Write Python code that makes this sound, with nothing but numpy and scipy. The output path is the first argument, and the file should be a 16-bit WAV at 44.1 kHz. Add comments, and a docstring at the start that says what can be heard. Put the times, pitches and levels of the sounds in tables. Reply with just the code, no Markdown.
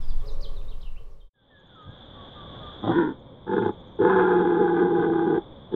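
"""Red deer stag roaring on a hillside.

A breezy wood edge with a chirping songbird and a far stag fades out. An open hillside fades in:
rustling grass, a fluting bird, a thin high twitter. A near stag gives two harsh grunts, one long
roar, and starts another. Uneven pulses of its vocal folds ring a throat that lengthens as it calls.
This stag and the hillside's noise pass through a microphone that rings near 3.4 kHz."""
import sys
import numpy as np
from scipy import signal
from scipy.fft import rfft, irfft, next_fast_len
from scipy.io import wavfile
from scipy.ndimage import map_coordinates

SR = 44100
rng = np.random.default_rng(int(sys.argv[2]) if len(sys.argv) > 2 else 0)


def int16_out(signal):
    """Quantize to a 16-bit WAV file."""
    q = np.round(np.clip(np.atleast_2d(signal).T, -1, 1) * 32767)
    wavfile.write(sys.argv[1], SR, q.astype(np.int16))


N = 253575
T = np.arange(N) / SR
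WOOD_END_S, HILL_START_S = 1.295, 1.33


def amp(db):
    """Decibels to gain."""
    return 10 ** (np.asarray(db) / 20)


def unit(x):
    """x at rms 1."""
    return x / np.sqrt(np.mean(x ** 2) + 1e-20)


def during(start, end, attack_s, release_s):
    """Envelope: rises from start, holds at 1, reaches zero at end."""
    return np.clip(np.minimum((T - start) / attack_s, (end - T) / release_s), 0, 1)


def along(points, hz):
    """Gain through (Hz, dB) points on a log axis."""
    point_hz, db = np.transpose(points)
    return amp(np.interp(np.log(hz + 1), np.log(point_hz + 1), db))


def resonances(modes, hz):
    """Gain of steep peaks with faint, wide skirts."""
    return sum(amp(db) / (1 + ((hz - centre) / width) ** 2) ** 2
               + amp(db - 47.5) / (1 + ((hz - centre) / (4 * width)) ** 2)
               for centre, width, db in modes)


def filtered(x, response):
    """x through a zero-phase gain of frequency."""
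    size = next_fast_len(N + SR // 2)
    return irfft(rfft(x, size) * response(np.fft.rfftfreq(size, 1 / SR)), size)[:N]


def noise(spectrum):
    """Coloured noise at rms 1."""
    return unit(filtered(rng.standard_normal(N), lambda hz: along(spectrum, hz)))


def wobble(knots_per_s):
    """Smooth random curve."""
    return map_coordinates(rng.standard_normal(int(N * knots_per_s / SR) + 4), [T * knots_per_s])


def steady(x):
    """x with its slow level held at 1; single pulses keep their contrast."""
    window = signal.windows.hann(SR // 18)
    power = signal.fftconvolve(x ** 2, window / window.sum(), "same")
    return x / np.sqrt(np.abs(power) + 1e-12)


def impulses(times_s, sizes):
    """One-sample pulses at the given times."""
    return np.bincount(np.clip(np.round(times_s * SR).astype(int), 0, N - 1), sizes, N)


def outdoors(x, t60_s, wet_db):
    """x plus the diffuse echo of slopes and trees."""
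    t = T[:SR]
    tail = rng.standard_normal(SR) * amp(-60 * t / t60_s) * (1 - np.exp(-t / 0.0068))
    return x + amp(wet_db) * signal.fftconvolve(x, tail / np.linalg.norm(tail))[:N]


def slur(start_s, length_s, from_hz, to_hz, db, bend):
    """A note for whistles(); bend is the share of the glide done halfway."""
    return start_s, length_s, from_hz, from_hz + bend * (to_hz - from_hz), to_hz, db


def whistles(notes, flutter):
    """Pure tones, each gliding through three pitches with a random flutter."""
    song = np.zeros(N + SR)
    unsteady = 1 + flutter * wobble(300)
    for start_s, length_s, *pitches_hz, db in notes:
        progress = np.linspace(0, 1, int(length_s * SR))
        at = max(round(start_s * SR), 0)
        span = slice(at, at + len(progress))
        hz = np.polyval(np.polyfit([0, .5, 1], pitches_hz, 2), progress) * unsteady[span]
        envelope = np.sqrt(2 * np.abs(np.sin(np.pi * progress)))
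        song[span] += amp(db) * envelope * np.sin(2 * np.pi * np.cumsum(hz) / SR)
    return song[:N]


# Spectra of wind on the microphone and in leaves. Each row: frequency in Hz, relative level in dB.
BUFFET_SPECTRUM = [(7.1, -18), (12, 15.5), (20, 1.5), (30, 0.5), (92, -28), (121, -23.5), (199, -52),
                   (250, -60), (320, -96), (550, -120)]
LEAF_SPECTRUM = [(40, -9.5), (100, 1), (170, -5.5), (240, -12), (600, -16.5), (1100, -17.5), (1500, -27),
                 (2500, -31.5), (4000, -30.5), (6500, -39.5), (15700, -42.5)]

def breeze():
    """Wind buffets the microphone and stirs the leaves."""
    return amp(-24) * noise(BUFFET_SPECTRUM) + amp(-49.5) * noise(LEAF_SPECTRUM)


# Spectra of open air and grass. Each row: frequency in Hz, relative level in dB.
AIR_SPECTRUM = [(20, 0), (100, 4.5), (250, -0.5), (420, -5.5), (540, -0.5), (660, -9.5), (860, -8.5),
                (1150, -12.5), (1600, -33), (2300, -28.5), (2800, -49.5), (4500, -58.5), (8000, -89)]
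RUSTLE_SPECTRUM = [(200, -22), (600, -0.5), (1100, -4.5), (1600, -2.5), (2200, -19.5), (2800, -25),
                   (3450, -18.5), (4500, -33.5), (5500, -47.5), (9000, -69)]
# Dips in the background. Each row: time in seconds, air gain in dB, grass gain in dB.
LULLS = [(2.95, 2.5, -0.5), (3.18, -4.5, -15), (3.45, -2.5, -14.5), (3.751, -0.5, -10.5), (5.6, 0, -11)]

def air_and_grass():
    """Open air and rustling grass fade in, drop and partly return."""
    times_s, *gains_db = np.transpose(LULLS)
    air_db, grass_db = (np.interp(T, times_s, db) for db in gains_db)
    air = amp(-45 + air_db + .91 * wobble(6.8)) * noise(AIR_SPECTRUM)
    grass = amp(-52.5 + grass_db + .8 * wobble(17)) * noise(RUSTLE_SPECTRUM)
    age_s = np.maximum(T - HILL_START_S, 0)
    return np.minimum(age_s / 1.39, 1) * air + np.minimum(age_s / 1.32, 1) * grass


def thud(start_s=1.84, ramp_s=.055):
    """One dull bump of low noise."""
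    rumble = noise([(40, -12), (75, 1.5), (150, -2), (260, -16), (550, -25), (1200, -48), (4000, -83)])
    return amp(-40) * during(start_s, start_s + 2 * ramp_s, ramp_s, ramp_s) * rumble


# The far stag's throat resonances. Each row: centre in Hz, width in Hz, relative level in dB.
FAR_MODES = [(432, 66, -0.5), (555, 63, -3), (1123, 114, -13)]
# Its roars. Each row: start in seconds, end in seconds, level in dB before the scene's fade.
FAR_ROARS = [(.2, 0.98, -49.5), (.96, 1.9, -51)]

def far_stag():
    """Distant roars: noise shaped by throat resonances."""
    effort = sum(amp(db) * during(start, end, attack_s=.048, release_s=.42)
                 for start, end, db in FAR_ROARS)
    return effort * unit(filtered(rng.standard_normal(N), lambda hz: resonances(FAR_MODES, hz)))


# Runs of twitter. Each row: start in seconds, end in seconds.
TWITTER_RUNS = [(1.59, 2.1), (2.65, 3.2), (3.645, 5.3)]
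# Thin whistles. Each row: start in seconds, pitch in Hz, level in dB.
THIN_NOTES = [(3.463, 5790, -93), (3.6, 6000, -86.5), (3.85, 5980, -93), (4.24, 5900, -91.5)]

def high_birds(every_s=.077):
    """Runs of tiny falling notes and a few thin, level whistles."""
    twitter = [(s + rng.normal(0, .002), .018, 6950, 6650, 6350, rng.normal(-87, 2))
               for start, end in TWITTER_RUNS for s in np.arange(start, end, every_s)]
    thin = [slur(s, .099, hz, hz, db, bend=.5) for s, hz, db in THIN_NOTES]
    return outdoors(whistles(twitter + thin, flutter=.008), t60_s=.3, wet_db=-12)


# Fluted notes. Each row: start in seconds, start pitch in Hz, end pitch in Hz, level in dB.
FLUTED_NOTES = [(1.34, 1710, 1534, -74), (1.5, 1845, 1650, -60), (1.68, 1640, 1340, -64),
                (1.753, 1335, 1222, -51.5), (1.85, 1530, 1657, -61.5), (2.141, 1188, 1111, -53),
                (2.349, 1240, 1144, -48), (2.48, 1136, 1100, -54), (2.599, 1256, 1184, -47.5)]

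def fluting_bird(note_s=.125):
    """Soft gliding notes echo across the valley."""
    notes = [slur(s, note_s, from_hz, to_hz, db, bend=.8) for s, from_hz, to_hz, db in FLUTED_NOTES]
    return outdoors(whistles(notes, flutter=.0039), t60_s=.64, wet_db=-8)


# Chirps. Each row: start and length in seconds, start and end pitch in Hz, slur and flick level in dB.
SONGBIRD_CHIRPS = [(.012, .04, 3810, 3270, -61.5, -83), (0.013, 0.056, 5440, 4770, -64, -83),
                   (0.079, 0.031, 5100, 4600, -57.5, -80), (0.101, 0.028, 4400, 3070, -58, -95),
                   (.195, 0.029, 3780, 3300, -61.5, -70), (0.27, 0.039, 5530, 3470, -52, -61),
                   (.305, 0.051, 6530, 5500, -67, -85), (0.421, .047, 5610, 3006, -47.5, -54.5),
                   (.56, 0.034, 4100, 3530, -55.5, -72), (.61, 0.013, 3780, 2380, -62, -80),
                   (0.678, 0.025, 3660, 3980, -57, -85), (.702, 0.032, 4500, 2800, -58, -77),
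                   (0.823, 0.017, 4570, 2920, -55, -60), (0.849, .04, 3020, 2700, -57.5, -78),
                   (0.96, 0.033, 2160, 3150, -58.5, -74), (1.102, .035, 6800, 5160, -79, -92),
                   (1.2, 0.028, 3940, 3040, -66, -86)]

def songbird(flick_s=.016):
    """Each chirp flicks upward, then slurs to its end pitch among echoing trees."""
    notes = []
    for s, length_s, from_hz, to_hz, slur_db, flick_db in SONGBIRD_CHIRPS:
        notes.append(slur(s - flick_s, flick_s, .66 * from_hz, 1.22 * from_hz, flick_db, bend=.33))
        notes.append(slur(s, length_s, from_hz, to_hz, slur_db, bend=.68))
    return outdoors(whistles(notes, flutter=.03), t60_s=.34, wet_db=-5)


def current_call():
    """Columns of CALLS for the near stag's latest call, per sample."""
    rows = np.array(CALLS)
    return rows[np.searchsorted(rows[1:, 0], T)].T


def course(start, end, tire_s=.5, slacken_s=.13):
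    """A call's age in seconds, its tiring (0-1) and the folds' final slackening (0-1)."""
    age_s = np.maximum(T - start, 0)
    tired = 1 - np.exp(-age_s / tire_s)
    slack = np.clip(1 - (end - T) / slacken_s, 0, 1)
    return age_s, tired, slack


# Surges and catches of effort. Each row: time in seconds, change of effort in dB.
EFFORT_SURGES = [(2.862, -4), (2.935, -8.5), (2.989, 2), (3.525, -2), (3.568, 2), (4.628, 3.5), (4.674, -1),
                 (4.824, 4), (4.889, -1.5), (5.28, 2.5)]

def surge_db(half_width_s=.02):
    """Brief bell-shaped changes of effort."""
    return sum(db * np.exp(-((T - s) / half_width_s) ** 2) for s, db in EFFORT_SURGES)


def tension(slack_hz=105.52, sag=.17, lift_per_db=.03):
    """Pitch and roughness: the folds tighten, sag with tiring, then slacken and rattle."""
    start, end, call_hz, call_rough = current_call()[:4]
    age_s, tired, slack = course(start, end)
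    tight = np.clip((age_s - .04) / .03, 0, 1) * (1 - .55 * slack)
    held_hz = call_hz * (1 - sag * tired + lift_per_db * surge_db())
    rough = np.clip(call_rough + .08 * tired + .35 * slack, 0, 1)
    return slack_hz + tight * (held_hz - slack_hz), rough


# The hardest single slaps of the folds. Each row: time in seconds, relative level in dB.
FOLD_SLAPS = [(2.878, 6), (2.918, 4), (2.984, 4.5), (3.493, 5), (3.566, 2), (3.581, 8), (3.661, 4.5),
              (3.692, 5.5), (3.989, 1.5), (4.05, 4), (4.098, 3.5), (4.996, 6.5), (5.1, 8.5), (5.377, 4.5)]

def folds(jitter=.26, scatter_db=5, alternate_db=3, waver=.012, turbulence=.62, tone=.64):
    """One pulse per cycle; the rougher the voice, the more uneven their timing and size."""
    pitch_hz, rough = tension()
    cycles = np.cumsum(pitch_hz * (1 + waver * wobble(35))) / SR
    at = np.flatnonzero(np.diff(np.floor(cycles)))
    late, size = rng.standard_normal((len(at), 2)).T
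    # strained folds alternate strong and weak closures
    size_db = scatter_db * (np.clip(size, -2, 1.5) - .5) + alternate_db * (-1) ** np.arange(len(at))
    pulses = impulses(T[at] + jitter * rough[at] * late / pitch_hz[at], amp(rough[at] * size_db))
    slap_s, slap_db = np.transpose(FOLD_SLAPS)
    pulses += impulses(slap_s, amp(slap_db + 1))
    # each opening lets through a turbulent puff
    puff = np.exp(-T[:SR // 50] / .003)
    puffs = signal.fftconvolve(pulses, puff / np.linalg.norm(puff))[:N] * rng.standard_normal(N)
    # the folds' smooth swing carries two clean harmonics
    harmonics = .5 * np.cos(2 * np.pi * cycles) + np.cos(4 * np.pi * cycles)
    swing = 2 * pitch_hz / SR * (1 - rough) * harmonics
    return pulses + turbulence * puffs + tone * swing


def larynx(high=1.042, low=.98):
    """Factor on the resonances: the larynx sinks through each call and lengthens the throat."""
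    _, tired, _ = course(*current_call()[:2])
    return high + (low - high) * tired


# Spectrum of the fold pulses. Each row: frequency in Hz, gain in dB.
PULSE_SPECTRUM = [(40, -16.5), (110, 1.5), (1700, -5), (2000, 0), (3000, 1.5), (4400, -1), (5500, 0.5),
                  (8000, -37)]

def throat(source, modes, size=8192):
    """Minimum-phase ringing of the throat, on a clock that slows as the throat lengthens."""
    hz = np.fft.rfftfreq(size, 1 / SR)
    cepstrum = irfft(np.log(resonances(modes, hz) * along(PULSE_SPECTRUM, hz) + 1e-6))
    causal = np.r_[cepstrum[0], 2 * cepstrum[1:size // 2]]
    ring = irfft(np.exp(rfft(causal, size)))
    clock = np.cumsum(larynx())
    warped = np.interp(np.arange(int(clock[-1])), clock, source)
    return map_coordinates(signal.fftconvolve(warped, ring), [clock])


def call(voice, row, rush_db, shut_db=0, attack_s=.0028, mouth_opens_s=.11, split_hz=620):
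    """Effort swells, trembles and tires; a wider mouth lets out more treble; air rushes out too."""
    start, end, _, _, level_db, bright_db, swell_s, fade_db = row
    age_s, tired, slack = course(start, end)
    swell_left = np.maximum(1 - (age_s / swell_s) ** 1.47, 0)
    effort_db = level_db - 11.5 * swell_left - 6.5 * tired - fade_db * slack
    shut = np.maximum(1 - age_s / mouth_opens_s, 0)
    mouth_db = bright_db - shut_db * shut - 6 * tired - .45 * fade_db * slack
    low = filtered(voice, lambda hz: 1 / (1 + (hz / split_hz) ** 16))
    chest = amp(surge_db() + .63 * wobble(18)) * steady(low)
    mouth = amp(mouth_db + .28 * surge_db() + 1.2 * wobble(25)) * steady(voice - low)
    rush = amp(rush_db) * noise(RUSTLE_SPECTRUM)
    return during(start, end, attack_s, release_s=.026) * amp(effort_db) * (chest + mouth + rush)


# Throat resonances. Each row: centre and width in Hz before the larynx factor, relative level in dB.
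OPENING_MODES = [(97, 26, -4), (181, 23, 1), (295.2, 92, 3), (494, 60, -5), (578, 50, -9), (748, 100, -5),
                 (996, 70, -11), (1170, 79, -12.5), (1425, 320, -25), (1880, 26, -26.5),
                 (3480, 1300, -62.5)]  # mouth opening
GRUNT_MODES = [(190, 87, -14.5), (329, 104, 1.5), (482, 46, -18.5), (930, 107, -4.5), (1090, 24, -15),
               (1420, 126, -10), (1580, 72, -18.5), (1752, 94, -19.5), (1740, 49, -30), (2010, 120, -36),
               (2370, 100, -45), (4970, 490, -70)]
ROAR_MODES = [(102.3, 14, -25.5), (184.8, 48, -11), (255, 60, -18.5), (359.3, 62, 3.5), (409.6, 36, -9),
              (469, 23.3, -2), (714, 74, -17), (834.3, 38, 1), (920, 5.9, -11), (993, 52, -12.5),
              (1077, 160, -22), (1233.1, 74, -15.5), (1525, 116, -13), (1639.3, 91, -16.5), (2030, 85, -36),
              (2310, 35, -44), (2476, 64, -46), (2740, 30, -53), (3570, 590, -80.5), (4400, 230, -69.5)]  # neck stretched
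FRESH_MODES = [(189.3, 30, -14.5), (1388, 43, -8)]  # lost as the long roar tires
CHEST_MODES = [(101, 27, -16.5), (209, 57, -2.5), (866, 22, -5)]  # extra ringing of the pushed second grunt
# The near stag's calls. Each row: start and end in seconds, base pitch in Hz, base roughness 0-1,
# base level in dB, brightness in dB, swell in seconds, final fade in dB (negative rises).
CALLS = [(2.819, 3.134, 173.8, .24, -18, -8, 0.079, 8.5),
         (3.466, 3.716, 116.1, 0.91, -21, -7.5, 0.059, 0.5),
         (3.988, 5.404, 197.9, .34, -16.5, -4.5, .024, -0.9),
         (5.713, 5.9, 112, 0.31, -22.5, -13.5, 0.031, -5)]

def stag():
    """The folds drive the throat: two grunts, the long roar and the start of the next."""
    source = folds()
    opened = np.interp(T, [2.9, 2.95], [0, 1])
    fresh = np.interp(T, [4.3, 4.75], [1, 0])
    grunt = (1 - opened) * throat(source, OPENING_MODES) + opened * throat(source, GRUNT_MODES)
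    roar = throat(source, ROAR_MODES) + fresh * throat(source, FRESH_MODES)
    first, second, held, last = CALLS
    calls = (call(grunt, first, rush_db=-41, attack_s=.024)
             + call(roar + throat(source, CHEST_MODES), second, rush_db=-35)
             + call(roar, held, rush_db=-40.5, shut_db=9)
             + call(roar, last, rush_db=-30.5, attack_s=.0097))
    return outdoors(calls, t60_s=.14, wet_db=-13.5)


# Treble resonances of the hillside microphone. Each row: centre in Hz, width in Hz, gain in dB.
MICROPHONE_MODES = [(3459, 430, 26.5), (6830, 850, 17)]

def microphone(x):
    """The microphone rings in the treble and passes the rest unchanged."""
    return filtered(x, lambda hz: np.hypot(1, resonances(MICROPHONE_MODES, hz)))


def scene():
    """The wood edge, then the hillside."""
    end_fade = np.clip((T[-1] - T) / .005, 0, 1)
    hillside = microphone(end_fade * (stag() + air_and_grass() + thud()))
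    wood_fade = np.clip(WOOD_END_S - T, 0, 1) ** .71  # over its last second
    wood_gate = during(0, WOOD_END_S, attack_s=.0039, release_s=.013)
    wood_edge = wood_gate * (wood_fade * (breeze() + far_stag()) + songbird())
    return (wood_edge + hillside + fluting_bird() + high_birds())[None]


def record(dry, hiss_db=-100, top_hz=15700):
    """The camera adds a trace of hiss and keeps nothing above its band limit."""
    return np.array([filtered(channel + amp(hiss_db) * rng.standard_normal(N), lambda hz: hz < top_hz)
                     for channel in dry])


dry = scene()
out = record(dry)
int16_out(out)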